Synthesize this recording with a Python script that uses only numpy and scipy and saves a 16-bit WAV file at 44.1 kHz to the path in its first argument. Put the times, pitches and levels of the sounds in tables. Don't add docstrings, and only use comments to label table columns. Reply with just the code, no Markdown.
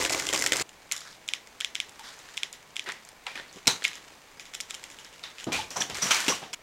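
import sys
import numpy as np
from scipy import signal
from scipy.fft import rfft, irfft
from scipy.io import wavfile

SR = 44100
rng = np.random.default_rng(int(sys.argv[2]) if len(sys.argv) > 2 else 0)


def to_wav(sig):
    pcm = np.clip(np.atleast_2d(sig), -1, 1) * 32767
    pcm = np.round(pcm).astype(np.int16)
    wavfile.write(sys.argv[1], SR, pcm.T)


def natural_amplitude(level_db):
    exponent = np.asarray(level_db, float) / 20
    return 10 ** exponent


N = 291942

CUTS_S = [0, .6256, 6.548, 7]
# f/Hz, level/dB
FIZZ_SPECTRUM = [(2000, -45), (3800, -6.5), (4890, -3.5), (5880, 3), (7400, 0.5), (8700, -4), (9730, -9),
                 (15200, -18), (16100, -23), (16500, -51)]
DENT_HZ = 2400


def unit(x):
    return x / np.sqrt(np.mean(x ** 2) + 1e-20)


def peak_one(x):
    return x / np.abs(x).max()


def coloured(x, spectrum):
    hz, level_db = np.transpose(spectrum)
    grid_hz = np.maximum(np.arange(2049) * SR / 4096, 1)
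    log_gain = np.interp(np.log(grid_hz), np.log(hz), level_db) * np.log(10) / 20
    cepstrum = irfft(log_gain)
    cepstrum[1:2048] *= 2
    cepstrum[2049:] = 0
    response = irfft(np.exp(rfft(cepstrum)))
    return signal.fftconvolve(x, response)[:len(x)]


def band(x, low_hz, high_hz):
    return signal.sosfilt(signal.butter(2, [low_hz, high_hz], "band", fs=SR, output="sos"), x)


def resonance(x, hz, width_hz):
    r = np.exp(-np.pi * width_hz / SR)
    zeros = [(1 - r * r) / 2, 0, (r * r - 1) / 2]
    poles = [1, -2 * r * np.cos(2 * np.pi * hz / SR), r * r]
    return signal.lfilter(zeros, poles, x)


def add(track, piece, s):
    at = round(s * SR)
    track[at:at + len(piece)] += piece[:N - at]


def grains(per_s, spread_db, wash):
    clump = unit(band(rng.standard_normal(N), 9.3, 60))
    born = rng.random(N) < per_s * natural_amplitude(5 * clump) / SR
    sizes = natural_amplitude(spread_db * np.minimum(rng.exponential(1, N), 3))
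    fade = np.exp(-1 / (0.0007 * SR))
    envelope = signal.lfilter([1], [1, -fade], born * sizes + 1e-18)
    bursts = envelope * rng.standard_normal(N)
    return unit(unit(bursts) + wash * rng.standard_normal(N))


def background():
    # f/Hz, level/dB
    hum_spectrum = [(12, -40), (20, 3), (102, -1.5), (174, 1), (281, -2.5), (452, -24.5), (583, 0),
                    (939, 1.5), (1390, -6.5), (2310, -2.5), (3140, -9.5), (7100, -14.5), (9950, -18.5),
                    (15200, -20.5), (16500, -19)]
    # f/Hz, width/Hz, level/dB
    whine_tones = [(450, 160, -68.5), (2260, 69, -72.5)]
    noise = rng.standard_normal((2, N))
    whines = np.zeros(N)
    for hz, width_hz, level_db in whine_tones:
        tone = resonance(resonance(noise[1], hz, width_hz), hz, width_hz)
        whines += natural_amplitude(level_db) * unit(tone)
    return natural_amplitude(-57) * unit(coloured(noise[0], hum_spectrum)) + whines


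def handling():
    # t/s, level/dB
    kneading_effort = [(0, -31), (.06, -35.5), (.09, -46), (.1, -33.5), (.116, -39), (.125, -34), (.2, -37),
                       (.214, -40), (.26, -42), (.29, -39), (.322, -43), (.33, -33.5), (.41, -39),
                       (.47, -36.5), (.515, -44), (.525, -37), (.626, -34.5)]
    # t/s, level/dB
    holding_effort = [(0.63, -58), (1.69, -56.5), (2.32, -50.5), (2.57, -58), (3.23, -58.5), (3.63, -56.5),
                      (3.82, -48), (4.0, -54), (4.23, -56.5), (4.5, -57.5), (4.76, -51.5), (5.29, -57),
                      (5.44, -48.5), (5.45, -84), (6.02, -41), (6.15, -28), (6.25, -34.5), (6.472, -65),
                      (6.62, -58.5)]
    # f/Hz, level/dB
    rub_spectrum = [(30, -25), (100, -26), (200, -10.5), (300, 1.5), (450, 1), (800, -4.5), (1300, -7.5),
                    (1900, -12.5)]
    # f/Hz, level/dB
    crackle_spectrum = [(470, -21), (800, 0.5), (1420, 4), (1750, 4.5), (2010, 3), (3050, 1), (4320, -3.5),
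                        (5500, -9), (7150, -84), (12100, -120)]
    t = np.arange(N) / SR
    knead_db = np.interp(t, *np.transpose(kneading_effort))
    hold_db = np.interp(t, *np.transpose(holding_effort))
    kneading = t < CUTS_S[1]
    crackle_db = np.where(kneading, knead_db, hold_db)
    rub_db = np.where(kneading, knead_db - 1, -38 + 0.42 * hold_db)
    fizz_db = crackle_db + np.where(kneading, 0, -4)

    creases = grains(500, spread_db=1.5, wash=1.0)
    skin = grains(450, spread_db=1.0, wash=0.56)
    rub = unit(band(coloured(skin, rub_spectrum), 58, 2300))
    crackle = unit(coloured(creases, crackle_spectrum))
    finest = creases + 0.096 * grains(1000, spread_db=1, wash=0.82)
    fizz = unit(coloured(finest, FIZZ_SPECTRUM))
    sleeve = natural_amplitude(-16.5) * unit(band(rng.standard_normal(N), 35, 174))
    sheet = natural_amplitude(-5.5) * unit(resonance(creases, hz=2030, width_hz=37))
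    out = kneading * natural_amplitude(knead_db) * (sleeve + sheet)
    out += natural_amplitude(rub_db - 1.5) * rub
    out += natural_amplitude(crackle_db - 1.5) * crackle
    out -= natural_amplitude(fizz_db - 1.5) * fizz
    return out


def bumps():
    # t/s, peak level/dB, f/Hz
    contacts = [(0.001, -24, 404), (0.031, -26, 450), (0.328, -25, 504), (0.346, -21, 400),
                (0.531, -22, 497), (3.558, -39, 199), (3.672, -28, 125), (3.677, -20.5, 220),
                (5.467, -28, 241), (5.513, -30, 300), (6.2807, -17.5, 276), (6.294, -23, 300)]
    cycles = 2.24
    out, t = np.zeros(N), np.arange(4000) / SR
    for s, peak_db, hz in contacts:
        swing = natural_amplitude(peak_db - 20 * t * hz / cycles) * np.sin(2 * np.pi * hz * t)
        add(out, band(swing, 0.7 * hz, 9000), s)
    return out


def snap_rows():
    # t/s, peak level/dB, own ring f/Hz, bright level/dB
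    crumple = [(0.013, -17, 2100, -3), (0.0245, -17, 2030, 18), (0.033, -18, 8900, -14),
               (0.0407, -16, 3650, 9), (0.0507, -8, 2060, -3), (0.0963, -13, 2260, 9),
               (0.1232, -16, 7300, 8), (0.1995, -13.5, 2010, 4), (0.2222, -22, 1420, 2),
               (0.2682, -14, 2930, 15), (0.2892, -13, 3000, 7), (0.3283, -12.5, 1470, 5),
               (0.3354, -10.5, 3590, 2), (0.1085, -18, 7300, 6), (0.179, -23, 4300, 0),
               (0.36, -17, 2000, 4), (0.3919, -14, 7440, 12), (0.473, -13, 7300, -7),
               (0.4133, -18, 5800, 9), (0.4231, -8.5, 2030, 25), (0.4627, -7.5, 2060, 10),
               (0.5212, -4, 2000, 0), (0.5596, -14, 2240, 12), (0.5683, -12, 7550, 0),
               (0.5976, -14.5, 2160, 18)]
    # t/s, peak level/dB, own ring f/Hz, bright level/dB
    crinkle = [(0.0015, -21, 1180, 8), (0.0615, -16, 1690, 7), (0.1005, -16, 2290, 5),
               (0.128, -16, 6500, 1), (0.1345, -17, 2100, 9), (0.1765, -26, 1410, 0),
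               (0.1968, -16, 7150, 8), (0.2075, -31, 6500, 5), (0.2385, -30, 1500, 0),
               (0.2535, -22, 1600, 5), (0.2805, -31, 7500, 7), (0.299, -24, 2400, -2),
               (0.311, -31, 2000, -8), (0.3495, -13.5, 2590, 13), (0.399, -17, 7200, 6),
               (0.451, -21, 5800, 6), (0.5372, -15, 2140, -4), (0.5775, -22, 4500, 6), (0.62, -22, 7050, 5),
               (0.9295, -24, 2300, -6), (0.9525, -30, 1800, 5), (0.9785, -28, 5500, 7),
               (1.0165, -34.5, 1290, -5), (1.6175, -27, 1770, -14), (2.874, -41, 1760, -7),
               (2.8995, -25, 2100, -12), (2.911, -31, 2200, -4), (3.2815, -36, 1800, -12),
               (3.308, -33, 2500, -5), (3.387, -33, 1850, -12), (3.411, -45, 1750, -6),
               (3.5755, -41, 990, 0), (4.7665, -42, 3500, 0)]
    # t/s, peak level/dB, own ring f/Hz, bright level/dB
    further_creases = [(0.1255, -19, 2500, 0), (0.3292, -19, 1900, -3), (0.4665, -15, 2100, -5),
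                       (0.534, -15, 1500, 2), (0.933, -27, 7500, 8), (1.343, -34, 1200, -10),
                       (1.3515, -32, 3200, 5), (1.781, -38, 2400, 3), (1.812, -35, 3300, 5),
                       (2.426, -36, 1700, -8), (2.8415, -36, 8500, 8), (3.6735, -12, 5200, 0),
                       (3.679, -8, 6000, -3), (3.8432, -16.5, 3000, 5), (5.065, -39.5, 3500, 3),
                       (5.194, -38, 2500, 5), (5.408, -28, 2000, 0), (5.838, -30, 3000, 5),
                       (6.088, -24, 3800, -5), (6.1155, -12, 3000, 3), (6.287, -13, 2880, -2),
                       (5.5305, -19, 4030, -8), (3.8515, -21, 6900, 8), (6.032, -20, 5700, 3),
                       (6.16, -20, 2200, -5), (4.5455, -29, 3000, 3), (4.7025, -30, 3200, 3),
                       (4.455, -38, 3200, 4), (4.611, -26, 5500, 4)]
    # t/s, peak level/dB, own ring f/Hz, bright level/dB
    buckle = [(0.1476, -14.5, 2240, 12), (0.3451, -14, 2630, 24), (0.3763, -11, 1950, 6),
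              (0.4399, -13, 2000, 10), (0.5317, -12, 2030, 6), (0.6127, -17, 7100, 5),
              (2.889, -22.5, 1210, -7), (3.316, -34, 2030, -14), (3.3979, -27, 1750, -16),
              (3.6713, -6, 5050, -12), (3.6771, -1.5, 3780, -7), (3.8224, -27, 1900, -21),
              (5.5204, -21, 2530, -5), (6.1082, -12.5, 1380, -4), (6.2645, -22, 2300, -3),
              (6.2815, -9, 2750, 2)]
    # t/s, peak level/dB, own ring f/Hz, bright level/dB
    pinch = [(0.6924, -33, 2840, 29), (0.9214, -9, 6800, 3), (1.4728, -34, 2130, 15),
             (1.762, -28, 2300, -15), (1.8936, -32.5, 7200, -3), (2.9206, -24, 2070, 16),
             (3.05, -34, 7100, 3), (3.089, -31.5, 8300, -5), (3.2669, -21, 2490, -11),
             (3.356, -27, 2410, -3), (3.3764, -22.5, 1870, -16), (3.6575, -32, 2560, -7),
             (3.831, -27, 4000, -16), (3.84, -20, 7000, 5), (3.8468, -15, 2250, -4),
             (3.851, -5.5, 2260, -9.5)]
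    # t/s, peak level/dB, own ring f/Hz, bright level/dB
    hidden = [(0.9143, -16.5, 2300, 2), (0.965, -20, 3560, 11), (1.0065, -29.5, 4480, -2),
              (1.995, -36, 7350, -4), (2.1275, -45, 7550, 3), (2.19, -36, 6950, -8),
              (2.5279, -25.5, 6960, -4), (3.528, -35, 5900, -4), (3.56, -37, 3000, 2),
              (3.869, -38, 6840, -7), (3.8795, -21, 6940, -11), (3.932, -27.5, 2540, -3),
              (3.9545, -29, 6470, -10), (4.3965, -25.5, 2320, 1), (4.455, -39, 2520, -3),
              (4.5375, -24, 2980, 5), (4.9136, -35.5, 3320, 11), (4.9874, -31, 2940, 2),
              (5.047, -33.5, 5550, -16), (5.128, -37, 2730, -1), (5.2321, -35, 4160, -20),
              (5.2384, -23, 3770, -31), (5.3835, -29.5, 2690, -4), (5.7054, -25.5, 5450, 12),
              (5.899, -22.5, 3060, -2), (6.025, -17, 5860, 16)]
    # t/s, peak level/dB
    scuffs = [(1.2787, -26), (1.6036, -23.5), (1.749, -29), (2.371, -25.5), (2.7582, -28.5)]
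    # t/s, peak level/dB
    pops = [
        (1.2883, -13),
        (1.3362, -9.5),
        (1.6094, -14),
        (1.6468, -10),
        (1.7538, -12.5),
        (1.802, -10.5),
        (2.3768, -15),
        (2.433, -10.5),
        (2.7663, -15.5),
        (2.795, -16),
    ]
    # t/s, peak level/dB, own ring f/Hz, bright level/dB
    squeeze = [(4.55, -21, 3400, 3), (4.6033, -19, 3400, 2), (4.6078, -20, 5270, 0), (4.698, -31, 1500, 3),
               (4.7075, -21, 3500, 1), (4.7434, -21.5, 3050, -1), (4.7487, -24.5, 3000, 9),
               (4.8396, -25, 2490, 1), (4.901, -33.5, 2260, 10), (5.4002, -27.5, 2820, -1),
               (5.4423, -22, 2960, 26), (5.7613, -25, 970, 9), (5.8054, -22, 5740, 8),
               (5.9454, -22.5, 4440, -22), (6.5308, -24.5, 5170, -13)]
    # t/s, peak level/dB, own ring f/Hz, bright level/dB
    wring = [(5.53, -22.5, 2400, -8), (5.7711, -22.5, 5900, 0), (5.815, -18, 1790, -5),
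             (5.821, -17, 3180, 8), (5.908, -26, 2500, -15), (5.9537, -30, 1980, 1), (5.971, -23, 6500, 7),
             (6.1128, -17, 6330, 13), (6.1465, -13, 4570, -6), (6.2036, -15, 7800, 8),
             (6.23, -31, 2200, 13), (6.353, -23, 4500, -4), (6.4381, -32.5, 2810, -10),
             (6.5355, -26, 3170, 0), (6.537, -21.5, 6600, 8), (6.542, -22.5, 3000, 3)]
    # air push level/dB, room share level/dB,
    # push lost per dB of peak [dB/dB], room share lost per dB of peak [dB/dB]
    crumple_mix = (-22, -3.5, -2, 0.9)
    buckle_mix = (0.5, -18, 0.5, 0.37)
    tap_mix = (-75, -8.5, 0, 0.5)
    pinch_mix = (-40, -8.5, 1, 0.04)
    squeeze_mix = (-20, -14, 0.86, 0.9)
    hidden_mix = (-13.5, -3.5, -0.14, 0.39)
    crinkle_mix = (-25, -11, 0, 0.3771)
    wring_mix = (-35, -4, -3, 0.32)

    reference_db = -15
    taps = [(s, db, DENT_HZ, -8) for s, db in pops]
    touches = [(s, db, 3400, 3) for s, db in scuffs]
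    kinds = [(crumple, crumple_mix, 1), (buckle, buckle_mix, 1), (taps, tap_mix, 0.25),
             (touches, tap_mix, 1.7), (pinch, pinch_mix, 1), (squeeze, squeeze_mix, 1),
             (hidden, hidden_mix, 1), (crinkle, crinkle_mix, 1), (wring, wring_mix, 1),
             (further_creases, crinkle_mix, 1)]
    rows = []
    for table, (push_db, room_db, push_loss, room_loss), looseness in kinds:
        for s, peak_db, hz, bright_db in table:
            over_db = peak_db - reference_db
            push, room = push_db - push_loss * over_db, room_db - room_loss * over_db
            rows.append((s, peak_db, hz, bright_db, push, room, looseness))
    return rows


def snaps():
    # f/Hz, level/dB
    body_spectrum = [(700, -70.5), (1300, -1), (1800, -12.5), (2200, 2), (2700, -1.5), (3250, 1.5),
                     (3800, -2), (4600, -15), (6500, -41)]
    # f/Hz, level/dB
    tick_spectrum = [(2500, -32.5), (4300, -1), (5300, 5), (6200, 0), (7400, 3), (8600, -5.5), (9500, -16),
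                     (12000, -14), (16500, -33)]
    # f/Hz, level/dB
    dent_spectrum = [(900, -27.5), (1300, -19), (1850, -16.5), (2150, 0.5), (2600, -1), (3300, 2.5),
                     (3900, -5), (4550, -15.5), (5600, -7.5), (6700, -14.5), (7900, -9.5), (9500, -22.5),
                     (16500, -41)]
    splinter_share, splinter_s = 0.16, 0.0021
    echo_s, echo_gain = 0.001048, 0.22
    near, sent = np.zeros(N), np.zeros(N)
    t = np.arange(900) / SR
    click = 1. * (t == 0)
    body = peak_one(coloured(click, body_spectrum))
    tick = peak_one(coloured(click, tick_spectrum))
    dent = peak_one(coloured(click, dent_spectrum))
    push = np.sin(2 * np.pi * 560 * t) * np.exp(-t / 0.00092)
    for s, peak_db, hz, bright_db, push_db, room_db, looseness in snap_rows():
        fold = min(looseness, 1) * peak_one(resonance(resonance(click, hz, 0.17 * hz), hz, 1.73 * hz))
        tight_db = 8 * (hz > 3600)
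        ring = 0.48 * fold
        ring += natural_amplitude(-max(bright_db, 0) - tight_db - 5.0) * body
        ring += natural_amplitude(min(bright_db, 0) - 1.5) * tick
        if hz == DENT_HZ:
            ring = dent
        noise = rng.standard_normal(len(t))
        splinters = splinter_share * looseness * noise * np.exp(-t / splinter_s)
        splinters[round(echo_s * SR)] -= echo_gain
        snap = np.convolve(click + splinters, ring)[:len(t)]
        low = natural_amplitude(peak_db + push_db - 11.0) * push
        add(near, natural_amplitude(peak_db) * peak_one(snap) + low, s)

        top_db = np.clip(bright_db, -14, 8)
        spread = [(800, -25.5), (1900, 2.0), (3200, 1.5), (4700, 0.17 * top_db + 0.5),
                  (7500, top_db), (9500, top_db - 8.5), (16000, top_db - 35)]
        radiated = peak_one(coloured(click, spread)) + 0.26 * fold
        add(sent, natural_amplitude(room_db + 2.0) * (natural_amplitude(peak_db) * radiated + low), s)
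    return near, sent


def kitchen(x):
    # f/Hz, t60/s
    room_t60 = [(150, 0.35), (1000, 0.24), (4000, 0.22), (12000, 0.18)]
    # t/s, level/dB
    echoes = [
        (.0075, 8),
        (.016, 2),
        (0.028, 5),
    ]
    t = np.arange(SR // 2) / SR
    edges = np.geomspace(120, 15000, num=9)
    hz, t60 = np.transpose(room_t60)
    noise = rng.standard_normal(len(t))
    tail = np.zeros(len(t))
    for low, high in zip(edges, edges[1:]):
        band_t60 = np.interp(np.log(low * high) / 2, np.log(hz), t60)
        tail += band(noise, low, high) * natural_amplitude(-60 * t / band_t60)
    tail *= np.clip((t - 0.002) / 0.0056, 0, 1)
    tail /= np.sqrt(np.sum(tail ** 2))
    for lag, db in echoes:
        tail[round(lag * SR)] += natural_amplitude(db - 24.0)
    out = np.zeros(N)
    for start, end in zip(CUTS_S, CUTS_S[1:]):
        take = slice(round(start * SR), round(end * SR))
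        out[take] = signal.fftconvolve(x[take], tail)[:len(x[take])]
    return out


def grainy_tones(rows, width):
    out, rough = np.zeros(N), grains(900, spread_db=6.5, wash=1.0)
    for s, length, level_db, hz in rows:
        width_hz = width * hz
        part = np.linspace(0, 1, round(length * SR))
        source = rough[round(s * SR):][:len(part)]
        tone = unit(resonance(resonance(source, hz, width_hz), hz, 2 * width_hz))
        add(out, natural_amplitude(level_db) * np.sin(np.pi * part ** 0.4) ** 2 * tone, s)
    return out


def swells():
    # t/s, length/s, level/dB, centre f/Hz
    slides = [(0.037, 0.087, -39, 450), (0.131, 0.074, -35.5, 367), (0.337, 0.042, -31.5, 630),
              (0.587, 0.02, -32.5, 1220), (0.91, 0.12, -45, 1400), (1.037, 0.14, -48, 1390),
              (5.757, 0.048, -34, 770), (1.027, 0.22, -49.5, 3470), (2.024, 0.2, -46.5, 1520),
              (2.028, 0.19, -46, 3100), (2.872, 0.071, -36.5, 1330), (3.263, 0.06, -41, 760),
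              (3.561, 0.022, -50, 298), (3.667, 0.031, -33, 235), (3.66, 0.09, -48, 94),
              (3.673, 0.027, -30, 716), (5.466, 0.02, -33, 257), (6.031, 0.069, -39, 152),
              (4.532, 0.039, -47, 1500), (5.47, 0.09, -37.5, 229), (5.541, 0.15, -34.5, 2770),
              (5.545, 0.17, -47.5, 63), (5.818, 0.01, -26.5, 2660), (5.904, 0.18, -52, 63.3),
              (6.17, 0.081, -36.5, 2000), (6.283, 0.062, -30.5, 260), (6.425, 0.033, -45.5, 800),
              (3.569, 0.037, -49.5, 298), (0.104, 0.011, -31, 500), (0.145, 0.012, -32, 504)]
    return grainy_tones(slides, width=0.8)


def squeaks():
    # t/s, length/s, level/dB, centre f/Hz
    ringing = [(0.6, 0.024, -44, 4400), (1.988, 0.07, -48, 863), (2.866, 0.07, -45.5, 381),
               (3.372, 0.064, -40.5, 1820), (3.68, 0.12, -34, 6240), (3.676, 0.0079, -18.5, 5500),
               (6.295, 0.072, -31.5, 1080), (3.682, 0.13, -36, 3830), (6.283, 0.09, -29.5, 5760),
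               (5.825, 0.087, -44, 6000), (5.802, 0.025, -26.5, 5780), (5.55, 0.036, -29, 2440),
               (3.487, 0.044, -54, 4300), (5.579, 0.047, -32, 843), (5.762, 0.038, -32.5, 5900),
               (6.015, 0.08, -29, 5800), (6.105, 0.045, -25, 3100), (6.105, 0.042, -27.5, 1390),
               (6.109, 0.028, -22.5, 6080)]
    return grainy_tones(ringing, width=0.09)


def far_blows(rows, treble_db):
    out, t = np.zeros(N), np.arange(22000) / SR
    for s, level_db, hz, low_db, t60 in rows:
        noise = rng.standard_normal((3, len(t)))
        lumps = [natural_amplitude(0.78 * unit(flutter)) for flutter in band(noise[::-1], 39, 63)]
        fade = natural_amplitude(-60 * t / max(t60, 0.03)) * (1 - np.exp(-t / 0.00078))
        middle = unit(band(noise[0], 740, 4120))
        ring = unit(resonance(noise[1], hz, 0.067 * hz)) * (0.68 + 0.33 * np.exp(-t / 0.024))
        low = natural_amplitude(low_db + 20) * unit(band(band(noise[1], 115, 1030), 84, 1120))
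        bright = natural_amplitude(treble_db) * unit(coloured(noise[2], FIZZ_SPECTRUM))
        blow = lumps[0] * middle + lumps[1] * (ring + low) + lumps[2] * bright
        add(out, natural_amplitude(level_db - 14.5) * fade * blow, s)
    return out


def thuds():
    # t/s, level/dB, ring f/Hz, low level/dB, t60/s
    dull_blows = [(2.86, -26, 1950, -35, 0.52), (3.265, -27, 2320, -47, 0.55),
                  (3.353, -26.5, 1980, -26, 0.39), (5.235, -27, 3650, -64, 0.32),
                  (5.468, -30, 810, -8.5, 0.52), (5.895, -26, 790, -18, 0.24),
                  (6.418, -30.5, 726, -17, 0.39)]
    return far_blows(dull_blows, treble_db=-39)


def clatters():
    # t/s, level/dB, ring f/Hz, low level/dB, t60/s
    bright_blows = [(3.68, -10.5, 4140, -27, 0.23), (3.847, -24.5, 2500, -24, 0.067),
                    (5.523, -16, 2390, -28, 0.42), (5.705, -30.5, 5660, -25.5, 0.9),
                    (5.763, -22.5, 713, -20, 0.46), (5.805, -18.5, 5850, -28, 0.17),
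                    (5.948, -22.5, 2240, -32, 0.44), (6.021, -16.5, 5800, -28.5, 0.95),
                    (6.109, -9.5, 2310, -41, 0.3), (6.2807, -11, 2840, -27, 0.31),
                    (6.532, -19.5, 2200, -35, 0.074)]
    return far_blows(bright_blows, treble_db=-4)


def scene():
    near, sent = snaps()
    near = band(near, 170, 19000)
    hands = handling() + swells() + squeaks() + bumps()
    far = thuds() + clatters()
    far[round(CUTS_S[2] * SR):] = 0
    mono = near + far + hands + kitchen(sent + natural_amplitude(-13) * hands) + background()
    trace = natural_amplitude(-32) * band(np.roll(near, shift=2), 1600, 19000)
    trace += natural_amplitude(-65.5) * band(rng.standard_normal(N), 20, 370)
    return np.array([mono + trace, mono - trace])


def roll_off(x):
    return signal.sosfilt(signal.butter(12, 17020, fs=SR, output="sos"), x)


def record(dry):
    rounded = 1.1 * np.tanh(dry / 1.1)
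    low_pass = signal.cheby2(12, 60, 16900, fs=SR, output="sos")
    finished = signal.sosfilt(low_pass, rounded)
    return roll_off(finished)


dry = scene()
out = record(dry)
to_wav(out)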